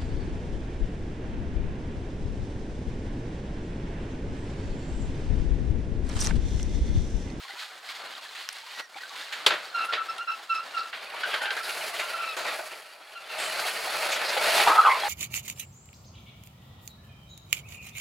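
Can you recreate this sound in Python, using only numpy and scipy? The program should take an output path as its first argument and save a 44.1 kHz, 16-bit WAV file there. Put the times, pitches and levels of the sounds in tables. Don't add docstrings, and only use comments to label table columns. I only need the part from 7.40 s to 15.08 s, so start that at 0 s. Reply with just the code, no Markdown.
import sys
import numpy as np
from scipy import signal
from scipy.fft import rfft, irfft, next_fast_len
from scipy.io import wavfile
from scipy.ndimage import uniform_filter1d

SR = 44100
rng = np.random.default_rng(int(sys.argv[2]) if len(sys.argv) > 2 else 0)


def generate_wav(sig):
    pcm = np.round(np.clip(np.atleast_2d(sig).T, -1, 1) * 32767).astype(np.int16)
    wavfile.write(sys.argv[1], SR, pcm)


N = 338908
TIME = np.arange(N) / SR

# f/Hz, likeness (0 to 1)
CHANNEL_LIKENESS = [(60, .6), (150, 0.97), (350, 0.94), (1000, 0.89), (2200, 0.82), (4500, 0.83),
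                    (7000, 0.96), (10000, 1)]
# f/Hz, left minus right level/dB
CHANNEL_LEAN = [(60, .5), (240, 0), (480, 2), (950, 3.5), (1900, -2), (3800, -1), (6000, 0)]
CUTOFF_HZ = 15800

# f/Hz, level/dB per Hz
WATER_SPECTRUM = [(35, -70), (60, -47), (469, -15), (566, -12.5), (785, -7.5), (903, -10), (1380, 1),
                  (1740, 2), (1910, 3.5), (2470, 1.5), (3190, 3.5), (4320, 2.5), (5860, -14), (6740, -15.5),
                  (16000, -30.5)]
# crest t/s, rise t/s, fall t/s, slosh level/dB, splash level/dB
WATER_SURGES = [(0.0, .05, 0.19, -69, -45), (0.11, 0.076, 0.072, -52.5, -44.5),
                (0.23, 0.059, 0.058, -67, -38), (0.34, 0.052, 0.29, -51, -50.5),
                (0.51, 0.055, 0.11, -54, -40), (0.64, 0.075, 0.24, -44, -48.5),
                (0.84, 0.38, 0.2, -59, -45.5), (1.0, 0.082, 0.19, -55, -43.5),
                (1.17, 0.23, 0.19, -64, -44.5), (1.34, 0.071, 0.033, -58, -43.5),
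                (1.405, 0.031, 0.02, -41.5, -38.5), (1.567, 0.0091, 0.19, -51, -44.5),
                (1.77, 0.075, 0.86, -50, -42), (2.02, 0.11, 0.38, -43.5, -47),
                (2.43, 0.15, 0.23, -42.5, -46), (2.76, 0.095, 0.095, -43, -47.5),
                (3.02, 0.19, 0.11, -51, -50), (3.36, 0.3, .3, -45.5, -46), (3.62, 0.091, .15, -52, -52)]
SURGE_DROP_DB = 11.5
LAPPING_DB, LAPPING_END_S = -57, 3.78
SPRAY_DB, SPRAY_FOLLOWS = -53.5, 0.62
TYPICAL_SPLASH_DB = -44.5
# t/s, level/dB, starting f/Hz
WATER_PLOPS = [(0.091, -36, 1434), (0.107, -36, 1990), (0.154, -36, 1347), (0.158, -39, 970),
               (0.316, -39, 726), (0.438, -40, 720), (0.629, -38, 1144), (0.654, -40, 1136),
               (0.682, -40, 1300), (0.8, -43, 1040), (0.839, -42, 980), (0.985, -43.5, 780),
               (1.374, -36, 1365), (1.42, -41, 1380), (1.544, -39, 2240), (1.562, -30, 782),
               (1.585, -35, 1355), (1.606, -41, 1880), (1.634, -31, 1500)]

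# t/s, level/dB, centre f/Hz, t60/s
HARD_TICKS = [(0.8121, -29, 2570, 0.009), (1.126, -21, 4600, 0.012), (1.127, -30, 11000, 0.008),
              (1.183, -24, 4310, 0.015), (1.6922, -23, 4500, 0.014), (1.819, -21, 4800, 0.0075),
              (2.064, 3, 3680, 0.015), (2.7806, -13, 3460, 0.012), (4.034, -15, 2800, 0.009),
              (5.72, -28, 2780, 0.015)]
SNAP_S, SNAP_DB = 1.0895, -7.5
# f/Hz, level/dB, t60/s
SNAP_PARTIALS = [(1510, -13, 0.0059), (2900, -12, .003), (5200, -6.5, 0.0031), (6100, -9, .0025),
                 (11500, -19, .002)]
# f/Hz, level/dB per Hz
KNOCK_SPECTRUM = [(71, -63), (120, -28), (272, -25), (314, -13.5), (473, -6), (1070, -4), (1580, 2),
                  (1680, 2), (2380, 1.5), (3820, -2.5), (5630, -25.5), (7200, -25.5), (8310, -34),
                  (13000, -39.5), (16000, -47)]
# t/s, level/dB, bass level/dB, treble level/dB, t60/s
FLOOR_BLOWS = [(0.135, -41, 2, -20, 0.061), (0.221, -28.5, -26, -11, 0.15), (0.949, -29, -29, -14, 0.29),
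               (1.392, -32.5, -10, -5, 0.081), (1.553, -43, 6, -20, 0.06), (1.923, -18.5, -27, -15, 0.2),
               (2.062, -5, -14, -12, 0.12), (2.103, -12, -12, -27, 0.21), (2.136, -21, -9, -17, 0.19),
               (2.523, -16.5, -16, -38, 0.28), (2.532, -14, -17.5, -31, 0.17),
               (3.527, -21.5, -22, -40, 0.26), (3.764, -25.5, -16, -22, 0.13),
               (3.832, -16.5, -24, -26, 0.11), (3.939, -15.5, -19, -22, 0.15),
               (4.014, -22.5, -12, -15, 0.2), (4.054, -19, -18, -36, 0.15), (4.104, -13.5, -29, -29, 0.092),
               (4.164, -19.5, -12, -12, 0.12), (4.291, -25, -16, -7, 0.13), (4.596, -21.5, -15, -9.5, 0.22),
               (4.965, -24.5, -8, -7.5, 0.63), (5.05, -22.5, -5, -18, 0.066), (5.19, -33, -1.5, -30, 0.17),
               (5.315, -35, -2.5, -10, 0.19), (5.604, -49, 5.5, -23, 0.18), (6.182, -24, -17, -11, 0.12),
               (6.545, -24, -8, -22, 0.09), (6.716, -18.5, -34, -5, 0.26), (6.815, -19.5, -10, -23, 0.13),
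               (6.971, -18, -18, -19, 0.11), (7.075, -16, -16, -19, 0.13), (7.2, -11.5, -23, -28, 0.12),
               (7.272, -13.5, -3.5, -15, 0.23)]
# t/s, level/dB, f/Hz, t60/s
HOLLOW_BUMPS = [(2.998, -34.5, 800, 0.022), (5.191, -27, 641, 0.09), (5.193, -26.5, 1500, 0.064),
                (6.252, -26, 754, 0.04), (6.472, -20.5, 761, 0.026), (6.55, -26.5, 614, 0.064),
                (6.725, -26, 590, 0.062), (6.82, -24.5, 554, 0.089), (6.966, -16, 813, 0.031),
                (6.973, -13, 538, 0.057), (7.076, -18, 652, 0.06), (7.181, -18.5, 797, 0.06),
                (7.199, -12, 803, 0.05), (7.266, -13.5, 950, 0.068), (7.273, -6, 800, 0.026),
                (7.282, -12, 1180, 0.05), (7.333, -19, 900, 0.033), (7.386, -7, 1294, 0.065),
                (7.459, -11, 1230, 0.063), (7.471, -8.5, 1090, 0.036), (7.486, -9.5, 1066, 0.043),
                (7.635, -20.5, 808, 0.049)]

# t/s, length t/s, centre f/Hz, level/dB
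GRAIN_SCRATCHES = [(2.447, 0.017, 10700, -50), (3.374, 0.032, 4430, -40.5), (3.739, 0.014, 1100, -39.5),
                   (3.919, .012, 3000, -36), (4.027, 0.01, 10500, -47), (4.058, .01, 2850, -35),
                   (4.23, 0.11, 11000, -48.5), (4.232, .025, 4500, -39.5), (4.294, .006, 2700, -35),
                   (4.324, .012, 4500, -40), (4.366, .008, 2740, -39), (4.41, 0.027, 2500, -41),
                   (4.565, .008, 3470, -40), (4.596, 0.016, 2440, -33), (4.832, .012, 2550, -37),
                   (5.053, .02, 2300, -37), (5.3, 0.039, 2700, -46), (5.987, .1, 8500, -42.5),
                   (5.993, .012, 2200, -38), (6.296, .012, 3000, -39), (6.642, .025, 2610, -34.5),
                   (6.713, 0.031, 6460, -38), (6.72, .03, 2620, -32.5), (6.85, 0.045, 4750, -34.5),
                   (6.892, 0.016, 6300, -41), (6.969, .008, 3510, -33), (7.198, .008, 2450, -28)]
# start t/s, length t/s, top f/Hz, level/dB
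EDGE_SQUEALS = [(1.326, 0.144, 5800, -52), (1.31, 0.163, 1930, -50), (4.996, .055, 4590, -41),
                (6.18, 0.041, 4650, -34.5)]
SQUEAL_ARCH = 0.12

# t/s, length t/s, starting f/Hz, level/dB,
# middle overtones re slip level/dB, top overtone re slip level/dB
BOTTOM_SLIPS = [(2.35, 0.091, 1375, -27, -13, -30), (2.494, 0.003, 1377, -26.5, -19, -32),
                (2.58, 0.035, 1347, -28.5, -22, -40), (2.694, 0.0064, 1325, -27.5, -17.5, -19.5),
                (2.79, 0.012, 1350, -33, -21, -28), (2.811, 0.0046, 1380, -30.5, -13.5, -28),
                (2.882, 0.015, 1338, -25.5, -14, -25), (2.92, 0.013, 1324, -31.5, -12, -24),
                (3.103, 0.026, 1347, -24.5, -14, -29), (3.15, 0.027, 1313, -31, -11, -15),
                (3.195, 0.0072, 1350, -32, -14, -34), (3.349, 0.005, 1382, -31, -13, -26),
                (3.37, 0.013, 1341, -26, -16.5, -28), (3.406, .008, 1345, -31, -16, -28),
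                (3.45, 0.023, 1362, -41, -13, -28), (4.206, 0.0065, 1345, -35, -30, -35),
                (4.288, 0.021, 1364, -38, -13, -35), (4.622, 0.037, 1390, -39, -13, -30),
                (4.701, .01, 1403, -38, -14, -30), (4.741, 0.017, 1345, -30.5, -16.5, -30),
                (4.795, 0.056, 1353, -32.5, -12, -23), (4.878, 0.045, 1304, -37.5, -3.5, -15),
                (5.76, 0.017, 1382, -41.5, -6, -26), (5.904, 0.029, 1360, -42.5, -3, -25)]
# low f/Hz, high f/Hz
OVERTONE_BANDS = [(2400, 3000), (3650, 4350), (5050, 5300)]
SQUEAK_ATTACK_S, SQUEAK_RELEASE_T60_S = 0.015, 0.14
SQUEAK_SAG_HZ_PER_S, SQUEAK_FADE_DB_PER_S = 469, 9
SQUEAK_BREAK_HZ, SQUEAK_BREAK_S = 42, .012
SQUEAK_CLEAN_S = 0.037
# t/s, length t/s, starting f/Hz, glide in Hz per s, level/dB,
# octave re rub level/dB, panel re rub level/dB
LOADED_RUBS = [(3.837, 0.0082, 1514, 0, -24.5, -3, -30), (3.938, 0.01, 1542, 0, -26.5, 3, -17),
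               (4.014, 0.098, 1495, 900, -30, -4, -12), (4.167, 0.012, 1620, 0, -32, -12, -18),
               (7.302, 0.022, 1147, 7000.5, -16, -21, -10.5), (7.355, .015, 1334, 0, -20.5, -15, -4.5),
               (7.383, 0.012, 1327, -6000, -10, -24, -17.5), (7.417, 0.024, 1244, 9000, -19, -16, -27),
               (7.452, .04, 1384, -9000, -15.5, -11, -9.5), (7.501, 0.018, 1074, -400, -18, 5, -27),
               (7.546, 0.02, 1055, -700, -26, -14, -12), (7.636, 0.034, 842, -1200, -26.5, -2, -10)]
RUB_ATTACK_S, RUB_RELEASE_T60_S = .013, 0.15

# t/s, f/Hz, level/dB
BOTTOM_BOOM = [(4.33, 621, -56), (4.41, 612, -41), (4.55, 689, -46), (4.7, 648, -53), (4.94, 660, -63),
               (4.99, 655, -42.5), (5.17, 634, -46), (5.21, 635.2, -42), (5.28, 645.6, -51),
               (5.45, 640, -58), (5.8, 639, -66), (6.02, 670, -45), (6.3, 650.3, -46), (6.55, 611, -42),
               (6.85, 560.3, -38.5), (7.04, 560, -41), (7.09, 635.5, -29), (7.16, 648, -30),
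               (7.24, 696, -46)]
# f/Hz, level/dB per Hz
DRAG_SPECTRUM = [(59, -73), (100, -49), (153, -27), (302, -22), (381, -12.5), (634, -5), (950, -9.5),
                 (1330, -7.5), (2420, -4), (3250, -10), (4380, -8), (5770, -20.5), (9020, -25),
                 (10700, -24), (16000, -35)]
# f/Hz, width f/Hz, lift level/dB
PANEL_MODES = [(154, 9.2, 4), (449.5, 7.4, -1), (538, 8.8, -7), (636, 66, 4), (782, 12, 4.5), (871, 33, 4),
               (1070, 7.1, -3), (1257, 18, 5.5), (1345, 21, 8), (1470, 180, 4.5), (1843, 15, 7),
               (2550, 26, 5), (3680, 30, -4), (4500, 1100, 1), (10560, 430, 4.5)]
# t/s, rasp level/dB, grit level/dB
HAUL_LEVELS = [(3.55, -48.5, -61), (3.914, -36, -49), (4.17, -41.5, -50.5), (4.41, -38, -42.5),
               (4.8, -39.5, -49.5), (4.96, -44, -51), (5.08, -35, -47.5), (5.2, -44, -47.5),
               (5.576, -54, -61.5), (5.86, -48, -58), (6.0, -35, -44.5), (6.274, -35.5, -40),
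               (6.4, -37, -42.5), (6.62, -32.5, -39), (6.79, -33.5, -44), (6.96, -31.5, -39.5),
               (7.19, -24.5, -30.5), (7.33, -33.5, -40.5), (7.43, -33, -43), (7.68, -34.5, -44)]
# t/s, swing level/dB
LOAD_JUDDER = [(3.6, 2), (4.3, 2.0), (5.3, 2), (5.9, 0.5), (6.7, .8), (7.2, 1)]
DRONE_RE_RASP_DB, DRONE_GAIN_DB_PER_S, DRONE_REFERENCE_S = -5.0, 0.3, 6.3
STREAK_RE_RASP_DB, STREAK_SWING_DB, STREAKS_PER_S = -4.5, 8, 22


def from_db(db):
    return 10 ** (np.asarray(db) / 20)


def rms_one(x):
    return x / np.sqrt(np.mean(x ** 2) + 1e-20)


def in_time(rows, t=TIME):
    s, *columns = np.transpose(rows)
    return [np.interp(t, s, c) for c in columns]


def during(rows, fade, t=TIME):
    inside = np.minimum(t - rows[0][0], rows[-1][0] - t)
    return np.clip(1 + inside / fade, 0, 1)


def at_hz(points, hz):
    f, value = np.transpose(points)
    return np.interp(np.log(hz + 1), np.log(f), value)


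def drift(rate, size=N):
    steps = np.arange(size) * rate / SR
    count = int(steps[-1]) + 2
    return rms_one(np.interp(steps, np.arange(count), rng.standard_normal(count)))


def noise(size):
    return rng.standard_normal(size)


def band(x, low_hz, high_hz):
    sos = signal.butter(2, [low_hz, min(high_hz, SR * .45)], "band", fs=SR, output="sos")
    return signal.sosfilt(sos, x + 1e-18)


def ring(x, hz, t60):
    r, w = from_db(-60 / (t60 * SR)), 2 * np.pi * hz / SR
    return signal.lfilter([0, np.sin(w)], [1, -2 * r * np.cos(w), r * r], x + 1e-18)


def add(out, s, sound):
    i = max(0, round(s * SR))
    out[..., i:i + sound.shape[-1]] += sound[..., :max(0, N - i)]


def grains(per_s, spread_db):
    sizes = from_db(spread_db * np.minimum(rng.exponential(1, N), 4)) * rng.choice([-1, 1], N)
    return rms_one(sizes * (rng.random(N) < per_s / SR))


def swarm(births, pitches, cycles):
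    dealt = rng.integers(0, len(pitches), N)
    rings = sum(ring(births * (dealt == k), hz, cycles / hz) * np.sqrt(hz) for k, hz in enumerate(pitches))
    return rms_one(band(rings, .87 * min(pitches), 7600))


def registers(force, colour, resonances=()):
    size = len(force)
    padded = next_fast_len(size)
    hz = np.arange(padded // 2 + 1) * SR / padded
    db = at_hz(colour, hz) + sum(lift / (1 + (2 * (hz - f) / width) ** 2) for f, width, lift in resonances)
    alike = np.clip(at_hz(CHANNEL_LIKENESS, hz), 0, 1)
    channels = np.array([[1], [-1]])
    mid, side = rfft(rms_one(force), padded), rfft(noise(size), padded)
    both = np.sqrt(1 + alike) * mid + np.sqrt(1 - alike) * side * channels
    both = both * from_db(db + channels * at_hz(CHANNEL_LEAN, hz) / 2)
    low, high = 1 / (1 + (hz / 1100) ** 4), 1 - 1 / (1 + (hz / 5600) ** 8)
    return [rms_one(irfft(both * share, padded)[:, :size]) for share in (low, 1 - low - high, high)]


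def hollow(x, t60, wet_db):
    t = TIME[:SR // 4]
    tails = noise(len(t)) + 0.42 * band(noise((2, len(t))), 93, 6600)
    tails = tails * from_db(-60 * t / t60)
    tails /= np.sqrt(np.sum(tails ** 2, axis=1, keepdims=True))
    return x + from_db(wet_db) * signal.fftconvolve(x[None], tails, axes=1)[:, :len(x)]


def evened(x):
    return x / np.sqrt(uniform_filter1d(np.mean(x ** 2, axis=0), size=900) + 1e-9)


def stroke(t, length, attack, release_t60):
    return np.clip(1 + t / attack, 0, 1) ** 2 * from_db(-60 * np.maximum(t - length, 0) / release_t60)


def haul():
    rasp_db, grit_db = in_time(HAUL_LEVELS)
    nearer_db = DRONE_GAIN_DB_PER_S * (TIME - DRONE_REFERENCE_S)
    return rasp_db + DRONE_RE_RASP_DB + nearer_db, rasp_db, grit_db


def rumble(floor_db=-93, follow_db=-48):
    shudder = rms_one(band(noise(N) + 1.2 * noise((2, N)), 25, 120))
    level = from_db(floor_db) + from_db(haul()[0] + follow_db) * during(HAUL_LEVELS, .2)
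    return shudder * from_db(3 * drift(12)) * level


def water():
    slosh = splash = from_db(LAPPING_DB)
    for s, rise, fall, slosh_db, splash_db in WATER_SURGES:
        away = np.where(TIME < s, ((TIME - s) / rise) ** 2, (TIME - s) / fall)
        swell = from_db(-SURGE_DROP_DB * np.minimum(away, 12))
        slosh = np.hypot(slosh, swell * from_db(slosh_db))
        splash = np.hypot(splash, swell * from_db(splash_db))
    spray = from_db(SPRAY_DB) * (splash / from_db(TYPICAL_SPLASH_DB)) ** SPRAY_FOLLOWS
    low, middle, high = registers(grains(9000, 2.8) * from_db(1.97 * drift(60)), WATER_SPECTRUM)
    out = low * slosh + middle * splash * from_db(-1.1) + high * spray
    bubbles = swarm(grains(300, 4.4), np.geomspace(750, 4800, 32), cycles=80)
    out += bubbles * splash * from_db(-5.0)
    return out * np.clip((LAPPING_END_S - TIME) / 0.23, 0, 1)


def plops(t60=0.082):
    out, t = np.zeros(N), TIME[:SR // 8]
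    for s, db, hz in WATER_PLOPS:
        add(out, s, from_db(db - 0.5 - 60 * t / t60) * np.sin(2 * np.pi * hz * (t + 1.02 * t * t)))
    return hollow(band(out, 670, 4000), t60=0.04, wet_db=-2.5)


def ticks():
    out, t = np.zeros(N), TIME[:SR // 16]
    for s, db, hz, t60 in HARD_TICKS:
        crack = from_db(db - 4.0 - 60 * t / t60) * noise(len(t))
        bright, broad = band(crack, 0.78 * hz, 1.11 * hz), band(crack, 1100, 5800)
        add(out, s + 0.000943, bright + from_db(-11.0) * broad)
    return hollow(out, t60=0.024, wet_db=1.0)


def snap():
    click = np.zeros(N)
    click[round(SNAP_S * SR)] = from_db(SNAP_DB)
    modes = sum((-1) ** k * from_db(db) * ring(click, hz, t60) for k, (hz, db, t60) in enumerate(SNAP_PARTIALS))
    return hollow(band(modes, 950, 16000), t60=0.03, wet_db=-13)


def scratches(attack=0.0087, release_t60=0.078, judder_db=1.0):
    out, t = np.zeros(N), TIME[:SR // 5]
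    for s, length, hz, db in GRAIN_SCRATCHES:
        skips = noise(len(t)) * from_db(judder_db * drift(283, len(t)))
        skips = rms_one(band(skips, 0.81 * hz, 1.085 * hz))
        add(out, s - attack, skips * from_db(db) * stroke(t - attack, length, attack, release_t60))
    return out


def squeals(jitter=0.004, flutter_db=1.5):
    out, t = np.zeros(N), TIME[:SR // 5]
    for s, length, top_hz, db in EDGE_SQUEALS:
        pressure = np.sin(np.pi * np.clip(t / length, 0, 1))
        hz = top_hz * (1 - SQUEAL_ARCH * (1 - pressure) ** 3)
        whistle = np.sin(2 * np.pi * np.cumsum(hz * (1 + jitter * drift(660, len(t)))) / SR)
        level = from_db(db + flutter_db * drift(150, len(t))) * np.sqrt(np.abs(pressure))
        add(out, s, whistle * level)
    return hollow(out, t60=0.051, wet_db=-2)


def bumps():
    out, t = np.zeros(N), TIME[:SR // 6]
    for s, db, hz, t60 in HOLLOW_BUMPS:
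        add(out, s, from_db(db - 1.5 - 60 * t / t60) * np.sin(2 * np.pi * hz * t))
    return hollow(band(out, 570, 1480), t60=0.1, wet_db=-3.5)


def knocks(attack=0.0031, tail_db=-24, tail_t60=0.87, clank_db=-1, clank_hz=4050):
    out, t = np.zeros((2, N)), TIME[:SR // 2]
    for s, db, bass_db, treble_db, t60 in FLOOR_BLOWS:
        low, middle, high = registers(noise(len(t)), KNOCK_SPECTRUM, PANEL_MODES)
        dying = from_db(-60 * t / t60)
        body = dying + from_db(tail_db - 60 * t / tail_t60)
        crash = (low * from_db(bass_db + 8.5) + middle) * body + high * from_db(treble_db + 3.5) * dying
        clank = rms_one(band(noise(len(t)), clank_hz - 800, clank_hz + 700)) * dying ** 1.32
        crash += clank * from_db(clank_db + db + 9.0)
        add(out, s, from_db(db - 12) * crash * np.minimum(t / attack, 1))
    return out


def squeaks(jitter=0.0065, flutter_db=4.0, beating_db=3.0, chatter=0.27, waver_hz=11,
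            third_db=-9, skirt_db=-15, smear=0.52):
    out, t = np.zeros((2, N)), TIME[:SR // 3] - SQUEAK_ATTACK_S
    size = len(t)
    ragged = np.clip(t / SQUEAK_CLEAN_S, .15, 1)
    for s, length, start_hz, db, overtone_db, top_db in BOTTOM_SLIPS:
        slid = np.clip(t, 0, length)
        breaking = SQUEAK_BREAK_HZ * np.exp(-(t - t[0]) / SQUEAK_BREAK_S)
        hz = start_hz + breaking - SQUEAK_SAG_HZ_PER_S * slid + waver_hz * drift(66.0, size)
        phase = 2 * np.pi * np.cumsum(hz * (1 + jitter * drift(364, size))) / SR
        phase += chatter * ragged * drift(420, size)
        squeak = evened(hollow(np.sin(phase), t60=0.25, wet_db=-3))
        squeak = squeak * from_db(beating_db * ragged * drift(132, size))
        partials_db = (overtone_db + 3.5, overtone_db + third_db + 3, top_db - 1.5)
        for k, partial_db, (low_hz, high_hz) in zip((2, 3, 4), partials_db, OVERTONE_BANDS):
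            partial = band(np.sin(k * phase + smear * ragged * drift(480, size)), low_hz, high_hz)
            partial = evened(hollow(partial, t60=0.074, wet_db=3))
            squeak += partial * from_db(partial_db + flutter_db * np.minimum(drift(133, size), 1.3))
        skirt = np.sin(phase) + from_db(overtone_db + 12) * np.sin(2 * phase)
        skirt = band(noise(size), 60, 260) * skirt
        squeak += rms_one(skirt) * ragged * from_db(skirt_db)
        fading = from_db(db - SQUEAK_FADE_DB_PER_S * slid)
        add(out, s + t[0], squeak * fading * stroke(t, length, SQUEAK_ATTACK_S, SQUEAK_RELEASE_T60_S))
    return band(out, 980, 9000)


def groans(jitter=0.0563, judder_db=3.5, panel_hz=860):
    out, t = np.zeros((2, N)), TIME[:SR // 3] - RUB_ATTACK_S
    for s, length, start_hz, glide, db, octave_db, panel_db in LOADED_RUBS:
        hz = start_hz + glide * np.clip(t, 0, length)
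        phase = 2 * np.pi * np.cumsum(hz * (1 + jitter * drift(503, len(t)))) / SR
        judder = from_db(judder_db * drift(249.4, len(t)))
        tone, octave = [evened(hollow(np.sin(k * phase) * judder, t60=0.096, wet_db=1)) for k in (1, 2)]
        panel = band(noise(len(t)), panel_hz - 70, panel_hz + 70)
        panel = evened(hollow(panel, t60=0.043, wet_db=6))
        rub = tone * from_db(-3.5) + octave * from_db(octave_db - 11.0) + panel * from_db(panel_db)
        add(out, s + t[0], rub * from_db(db) * stroke(t, length, RUB_ATTACK_S, RUB_RELEASE_T60_S))
    return band(out, 490, 7000)


def boom(waver_hz=27, judder_db=3.6):
    hz, db = in_time(BOTTOM_BOOM)
    tone = np.sin(2 * np.pi * np.cumsum(hz + waver_hz * drift(170)) / SR) * from_db(judder_db * drift(70))
    tone = evened(hollow(tone, t60=0.046, wet_db=-2))
    return tone * from_db(db - 2.5 + 2.4 * drift(40)) * during(BOTTOM_BOOM, .04)


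def streaks():
    force, out = grains(1500, 2.2), 0
    for hz in np.geomspace(1150, 4700, 18) * rng.uniform(0.97, 1.03, 18):
        flare = from_db(STREAK_SWING_DB * np.minimum(drift(STREAKS_PER_S), 1.8))
        out = out + ring(force, hz, 0.057) * flare
    return rms_one(band(out, 1000, 5100))


def drag():
    drone_db, rasp_db, grit_db = haul()
    crushing = grains(11000, 2.2) * from_db(1.4 * drift(130) + in_time(LOAD_JUDDER)[0] * drift(48))
    coarse = from_db(-11.5) * grains(110, 2.4)
    low, middle, high = registers(crushing + coarse, DRAG_SPECTRUM, PANEL_MODES)
    out = low * from_db(drone_db + 0.76 * drift(40))
    out += middle * from_db(rasp_db - 0.6 + 0.92 * drift(45))
    out += high * from_db(grit_db)
    out += swarm(grains(600, 4.4), np.geomspace(800, 3600, 30), cycles=190) * from_db(rasp_db - 5.5)
    out += streaks() * from_db(rasp_db + STREAK_RE_RASP_DB)
    for hz, width, lift_db in PANEL_MODES[1:6]:
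        mode = rms_one(band(noise(N), hz - width / 2, hz + width / 2))
        out += mode * from_db(drone_db + lift_db - 21.0 + 4.3 * drift(9.1))
    return out * during(HAUL_LEVELS, 0.047)


def scene():
    background = rumble() + water() + plops()
    contacts = ticks() + snap() + scratches() + squeals() + bumps() + knocks()
    return background + contacts + squeaks() + groans() + boom() + drag()


def record(dry):
    return signal.sosfilt(signal.ellip(10, .1, 80, CUTOFF_HZ, fs=SR, output="sos"), dry)


dry = scene()
out = record(dry)
generate_wav(out)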